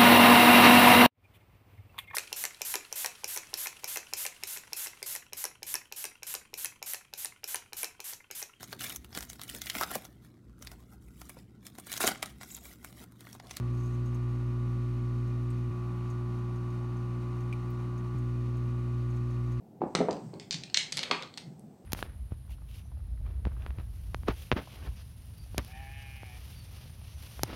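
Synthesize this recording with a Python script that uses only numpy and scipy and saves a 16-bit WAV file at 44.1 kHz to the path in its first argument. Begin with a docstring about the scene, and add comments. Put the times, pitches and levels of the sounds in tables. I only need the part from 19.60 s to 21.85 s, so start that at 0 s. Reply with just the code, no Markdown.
"""Hard game tiles clack and thump as they are turned over, pushed together and swept across a table.
Tiles ring briefly when they hit each other and land with a dull thump on the mat that covers the top.
Sliding hands make the table rumble and the cloth hiss, and the swept pile scrapes and rattles.
The small room hums faintly and adds a short echo to each hit."""
import sys
import numpy as np
from scipy import signal
from scipy.fft import rfft, irfft
from scipy.io import wavfile
from scipy.ndimage import uniform_filter1d

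SR = 44100
rng = np.random.default_rng(int(sys.argv[2]) if len(sys.argv) > 2 else 0)


def bounce(signal):
    """Save signal as a 16-bit WAV file at the path given by the first command-line argument."""
    frames = np.transpose(np.atleast_2d(signal))
    limited = np.clip(frames, -1, 1)
    pcm = np.round(limited * 32767).astype(np.int16)
    wavfile.write(sys.argv[1], SR, pcm)


N = 99225
TIME = np.arange(N) / SR

# The tones a tile rings with. Each row: pitch in Hz, level in dB, seconds to fade by 60 dB (called t60).
TILE_TONES = [(1750, -18.5, .005), (2200, -7.5, .009), (2850, -1.5, 0.0048), (3480, -5, .005),
              (4362, 3.5, 0.0093), (4554, 0, 0.011), (4970, -6.5, 0.0068), (6180, -5.5, 0.0027),
              (7000, -10.5, .007), (8450, -5.5, 0.0075)]


def from_db(db):
    """Turn decibels into a number to multiply by."""
    return 10 ** (np.asarray(db) / 20)


def same_energy(x, model):
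    """Scale x to carry as much energy as model."""
    return x * np.sqrt(np.sum(model ** 2) / (np.sum(x ** 2) + 1e-20))


def at_hz(points, hz):
    """Read between the rows of a table, giving each octave equal space."""
    f, value = np.transpose(points)
    return np.interp(np.log(np.maximum(hz, 1)), np.log(f), value)


def level_curve(points):
    """Loudness over time, from rows of seconds and dB."""
    return from_db(np.interp(TIME, *np.transpose(points)))


def filtered(x, hz, kind, order=2):
    """Keep the lows, the highs or a band; a higher order cuts more steeply."""
    return signal.sosfilt(signal.butter(order, hz, kind, fs=SR, output="sos"), x)


def dying(t, t60):
    """A fade that is 60 dB down after t60 seconds."""
    return np.exp(-np.log(1000) * t / t60)


def noise(colour):
    """Steady noise with average power 1, shaped by rows of Hz and dB."""
    gains = from_db(at_hz(colour, np.fft.rfftfreq(N, 1 / SR)))
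    x = irfft(rfft(rng.standard_normal(N)) * gains, N)
    return x / np.sqrt(np.mean(x ** 2) + 1e-20)


def burst(t, band_hz, t60, order=2):
    """A short, fading puff of noise within a band."""
    return filtered(rng.standard_normal(len(t)) * dying(t, t60), band_hz, "band", order)


def pulse(t, hz):
    """One push and rebound, strongest around hz; it peaks after 1 / hz seconds."""
    u = (np.pi * (hz * t - 1)) ** 2
    return (1 - 2 * u) * np.exp(-u)


def ring(t, tones, detune, uneven_db):
    """A struck object rings with fading tones, whose tuning and strength can vary from hit to hit."""
    out = 0
    for k, (hz, db, t60) in enumerate(tones):
        tuning, strength = rng.standard_normal(2)
        wave = np.sin(2 * np.pi * hz * (1 + detune * tuning) * t)
        out = out + (-1) ** k * from_db(db + uneven_db * strength) * wave * dying(t, t60)
    return out / np.abs(out).max()


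def in_room(hit, room_db):
    """The room follows a hit with a few quick echoes and a soft tail, different for each spot."""
    # Echoes off nearby surfaces. Each row: delay in seconds, level in dB.
    echoes = [(.0062, -14), (0.0116, -24), (0.0215, -27)]
    # How long the room rings. Each row: frequency in Hz, seconds to fade by 60 dB.
    fade_times = [(150, 0.42), (400, 0.29), (1000, 0.42), (2800, 0.29), (7000, 0.29), (12000, 0.24)]
    # The tone of the tail. Each row: frequency in Hz, level in dB.
    colour = [(100, 0), (400, -2.5), (1000, -3.5), (2500, 2), (4500, -2.5), (8000, -1.5), (11000, -3.5),
              (15000, 3.5)]
    t, build_s = TIME[:2 ** 15], 0.0067
    hz = np.fft.rfftfreq(len(t), 1 / SR)
    spectrum = rfft(rng.standard_normal(len(t))) * from_db(at_hz(colour, hz))
    centres, tail = [f for f, _ in fade_times], 0
    for share, (_, t60) in zip(np.eye(len(centres)), fade_times):
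        band = irfft(spectrum * at_hz(list(zip(centres, share)), hz), len(t))
        tail = tail + band * dying(t, t60)
    tail = tail * (1 - np.exp(-t / build_s))
    response = tail / np.sqrt(np.sum(tail ** 2))
    for delay_s, db in echoes:
        response[int(delay_s * SR)] += from_db(db)
    direct = t == 0
    return signal.fftconvolve(hit, direct + from_db(room_db) * response)


def add(track, s, sound):
    """Mix a sound in, starting at s seconds."""
    i = max(int(s * SR), 0)
    track[i:i + len(sound)] += sound[:max(N - i, 0)]


def room_hum():
    """The room hums with a faint, steady, low noise."""
    # The tone of the hum. Each row: frequency in Hz, level in dB.
    colour = [(25, -24.5), (50, -20), (100, -2.5), (155, 3), (230, 1), (400, -5), (600, -11.5), (780, -8.5),
              (1100, -28), (2000, -36), (4000, -39.5), (10000, -41.5), (15500, -39.5)]
    return from_db(-55) * noise(colour)


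def cloth_hiss():
    """The cloth hisses softly as hands slide over it."""
    # How loud the hiss is. Each row: time in seconds, level in dB.
    levels = [(0, -101), (.2, -92), (.28, -69.5), (.65, -64.5), (.85, -73.5), (1.6, -60.5), (1.7, -72),
              (1.95, -71.5), (2.05, -75.5), (2.25, -74.5)]
    # The tone of the hiss. Each row: frequency in Hz, level in dB.
    colour = [(1000, 12), (3000, 1), (5500, 4.5), (7000, 3), (8300, 10), (9800, -20.5), (15000, -17.5)]
    return level_curve(levels) * noise(colour)


def table_rumble():
    """Each slide of a hand makes a rumble swell and fade around the table's lowest tone."""
    # Hand slides. Each row: peak time in seconds, level in dB, rise in seconds, fall in seconds.
    slides = [(0.559, -46, 0.035, 0.035), (.67, -42, 0.035, 0.093), (.76, -50.5, 0.025, 0.043),
              (.955, -40.5, 0.025, 0.056), (1.15, -52, 0.019, 0.064), (1.385, -47, 0.037, 0.047),
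              (1.89, -43.5, 0.037, 0.067), (2.061, -47, .025, .05)]
    # The tone of the rumble. Each row: frequency in Hz, level in dB.
    colour = [(40, -33.5), (90, -21.5), (130, -1), (160, 5.5), (200, -5), (280, -13), (500, -28.5),
              (1000, -51.5), (4000, -60)]
    power = 0
    for s, db, rise_s, fall_s in slides:
        age = TIME - s
        swell = np.exp(-np.where(age < 0, (age / rise_s) ** 2 / 2, age / fall_s))
        power = power + (from_db(db) * swell) ** 2
    friction = noise(colour)
    wobble = np.sqrt(uniform_filter1d(friction ** 2, size=1500) + 1e-6)
    return np.sqrt(power) * friction / wobble   # dividing evens out the noise's own ups and downs


def swept_pile():
    """Swept tiles scrape over the mat and jostle with many small ticks."""
    # How hard the pile is swept. Each row: time in seconds, level in dB.
    sweep = [(1.28, -78), (1.34, -47), (1.40, -37.5), (1.47, -38.5), (1.56, -70), (1.63, -32.5),
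             (1.67, -54), (1.76, -58), (1.86, -89.5)]
    # The tone of the scrape. Each row: frequency in Hz, level in dB.
    colour = [(100, -13.5), (300, -2.5), (540, 18.5), (800, -15), (1300, 6.5), (2000, -6.5), (3800, 8),
              (6000, -38.5), (12000, -36)]
    ticks_per_s, tile_count = 220, 6
    ticks, t = np.zeros(N), TIME[:SR // 50]
    scrape = from_db(-11.5) * noise(colour)
    bumps = (rng.random(N) < ticks_per_s / SR) * rng.standard_normal(N)
    which_tile = rng.integers(0, tile_count, N)
    for k in range(tile_count):
        tile = ring(t, TILE_TONES, detune=.06, uneven_db=3)
        ticks += signal.fftconvolve(bumps * (which_tile == k), tile)[:N]
    rattle = from_db(-26) * filtered(ticks, 3500, "low")
    started = TIME > sweep[0][0]
    return level_curve(sweep) * started * (scrape + rattle)


def pile_slap():
    """A tile slaps flat into the packed pile, which rings lower, as one heavier body."""
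    # The slap. Each row: start in seconds, level in dB, room echo in dB.
    slaps = [(1.511, -11, -2)]
    # The pile's tones. Each row: pitch in Hz, level in dB, seconds to fade by 60 dB.
    pile_tones = [(984, -6, 0.035), (1233, -0.5, 0.015), (2125, -7.5, 0.027), (2400, 1, 0.015),
                  (2663, -7.5, 0.02), (3373, -3, 0.02), (4370, 3.5, .012)]
    out, t = np.zeros(N), TIME[:SR // 12]
    rise = 1 - np.exp(-t / 0.0015)   # the blow spreads from tile to tile
    for s, db, room_db in slaps:
        pile = ring(t, pile_tones, detune=0, uneven_db=0)
        grit = from_db(-5) * same_energy(burst(t, band_hz=(630, 4480), t60=.025, order=3), pile)
        slap = same_energy((pile + grit) * rise, pile)
        add(out, s, from_db(db) * in_room(slap, room_db))
    return out


def mat_thumps():
    """The springy mat softens each landing to one push; the tile quivers and the table rings low."""
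    # A tile or finger lands. Each row: peak time in seconds, level in dB, push pitch in Hz,
    # table ring in dB, quiver pitch in Hz, quiver in dB, room echo in dB.
    landings = [(0.211, -29, 220, -2, 203, -14, -9), (0.2185, -19, 614, -2, 790, 1, -2.5),
                (0.2263, -28, 395, -13, 360, 11.5, -7), (0.2384, -20.5, 364, -18, 366, -5, -0.5),
                (0.3514, -17, 605, -0.5, 175, -3, -3.5), (0.3687, -28, 417, 0, 293, 0.5, -12.5),
                (0.389, -23.5, 266, -24, 157, -1, 6.5), (0.4062, -15.5, 464, 1, 680, -2.5, -0.5),
                (0.4108, -20.5, 335, -8, 167, -1, -8), (.4137, -16.5, 504, -10, 410, -6, -11),
                (0.4181, -19, 454, -21, 290, -5, -2), (.431, -34.5, 385, -7, 460, -3, -1),
                (0.4866, -16.5, 562, 0.5, 700, -5, -4), (0.4909, -16.5, 550, -9, 303, -1.5, 1),
                (0.4984, -25.5, 362, -3.5, 185, -4.5, 1.5), (0.5545, -32.5, 432, 0, 195, -2, 1.5),
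                (0.735, -35.5, 560, 2, 344, 3.5, 3.5), (1.5049, -30.5, 480, -7, 560, -10, -1.5),
                (1.515, -23, 605, -0.5, 214, -5.5, -0.5)]
    # The padded table's tones. Each row: pitch in Hz, level in dB, seconds to fade by 60 dB.
    table_tones = [(161.8, -13.5, 0.13), (259, -4.5, 0.077), (320, -7.5, 0.073), (410, 0.5, 0.12),
                   (607.5, -12, 0.05), (700, -3, 0.021), (844, -6.5, 0.036), (1624, -14, 0.011)]
    quiver_cycles, table_low_hz = 16, 69.6
    out, t = np.zeros(N), TIME[:SR // 5]
    for s, db, push_hz, ring_db, quiver_hz, quiver_db, room_db in landings:
        push = pulse(t, push_hz)
        top = from_db(ring_db) * same_energy(ring(t, table_tones, detune=0.018, uneven_db=2.5), push)
        crush = from_db(-10.5) * same_energy(burst(t, band_hz=(80, 1400), t60=0.014), push)
        quiver = np.sin(2 * np.pi * quiver_hz * t) * dying(t, quiver_cycles / quiver_hz)
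        quiver = from_db(quiver_db) * same_energy(quiver, push)
        tap = from_db(-19.5) * same_energy(burst(t, band_hz=(870, 1470), t60=.007), push)
        tap *= (push_hz / 490) ** 2   # a quicker push taps louder
        pressed = 1 - np.exp(-(push_hz * t) ** 2)   # the ringing builds while the mat gives way
        body = filtered(push + pressed * (top + crush + quiver), table_low_hz, "high")
        add(out, s - 1 / push_hz, from_db(db) * in_room(body + tap, room_db))
    return out


def tile_clacks():
    """Tiles crack and ring as they meet, knock when pressed to the table and snap when edges touch."""
    # Tile hits tile. Each row: start in seconds, level in dB, treble limit in Hz,
    # low knock in dB, high snap in dB, room echo in dB.
    hits = [(0.351, -15.5, 9000, -0.5, -43.5, -6), (0.3555, -21, 8900, 4, -27, -1.5),
            (0.5092, -29, 7000, -32, -38, -2.5), (0.5289, -33.5, 9000, -15, -39, -19),
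            (0.568, -43.5, 7000, -19, -27, -3.5), (0.7388, -42.5, 7000, -5, -40, -3.5),
            (0.798, -30.5, 9000, -20.5, -41, 0), (.909, -16, 7500, -25.5, -42.5, 2.5),
            (0.9269, -25.5, 7000, -15.5, -27, -1), (0.9433, -22.5, 7000, -16, -32, -9),
            (1.036, -26, 7000, -36, -34.5, -4), (1.099, -35, 4500, -29, -35, -3.5),
            (1.1437, -10.5, 8450, -46.5, -29, -9), (1.1456, -14.5, 6040, -21.5, -32.5, 0.5),
            (1.171, -14.5, 7500, -17, -20.5, 1), (1.1729, -9, 7000, -32.5, -22.5, -2.5),
            (1.3227, -21, 7870, -19.5, -17.5, -17.5), (1.326, -22.5, 8000, -21, -15.5, -0.5),
            (1.371, -18.5, 8000, -14.5, -10.5, -8.5), (1.376, -19.5, 6500, -27, -19.5, -18),
            (1.3838, -26.5, 5500, -7, -16.5, -17), (1.3914, -19, 5500, -13, -32, -1),
            (1.4309, -22, 7000, -10.5, -16, -4), (1.435, -19, 3700, -17.5, -34, -7),
            (1.4572, -46.5, 4500, 9, -20, 5), (1.624, -27, 4970, -34, -22, -10),
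            (1.633, -30, 4000, -8.5, -35, -1), (1.675, -42.5, 3500, -12, -28, -11),
            (1.7399, -37, 6540, -18, -42, -3), (1.775, -25.5, 7000, -10, -13.5, -2),
            (1.78, -27.5, 5840, -27, -37, -16), (1.9951, -62, 9000, -12, 14.5, -7)]
    out, t = np.zeros(N), TIME[:SR // 25]
    for s, db, treble_hz, knock_db, snap_db, room_db in hits:
        tile = ring(t, TILE_TONES, detune=.028, uneven_db=3.5)
        # Two faces chatter as they settle, and each tiny touch rings the tile again.
        touches = burst(t, band_hz=(1874, 8900), t60=0.019, order=4)
        rung = from_db(-8.5) * same_energy(signal.fftconvolve(touches, tile)[:len(t)], touches)
        chatter = from_db(1.5) * same_energy(touches + rung, tile)
        crack = from_db(1.5) * same_energy(pulse(t, hz=4440), tile)
        roughness = from_db(1.8 * min(db + 28, 0))   # hits below -28 dB ring more purely
        face = filtered(tile + roughness * (chatter + crack), treble_hz, "low", order=3)
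        face = filtered(face, 8900, "low", order=8)
        face = filtered(face, 1500, "high")   # a small tile gives off little bass
        knock = from_db(knock_db) * same_energy(burst(t, band_hz=(650, 1880), t60=.014), tile)
        snap = from_db(snap_db) * same_energy(burst(t, band_hz=(6900, 11000), t60=0.0021, order=3), tile)
        add(out, s, from_db(db) * in_room(same_energy(face, tile) + knock + snap, room_db))
    return out


def scene():
    """Mix the room, cloth, table and tiles into one channel."""
    background = room_hum() + cloth_hiss() + table_rumble()
    return (background + tile_clacks() + pile_slap() + mat_thumps() + swept_pile())[None]


def record(dry):
    """Cut the very highest treble steeply."""
    cutoff_hz = 15800
    return signal.sosfilt(signal.ellip(10, .1, 70, cutoff_hz, fs=SR, output="sos"), dry)


dry = scene()
out = record(dry)
bounce(out)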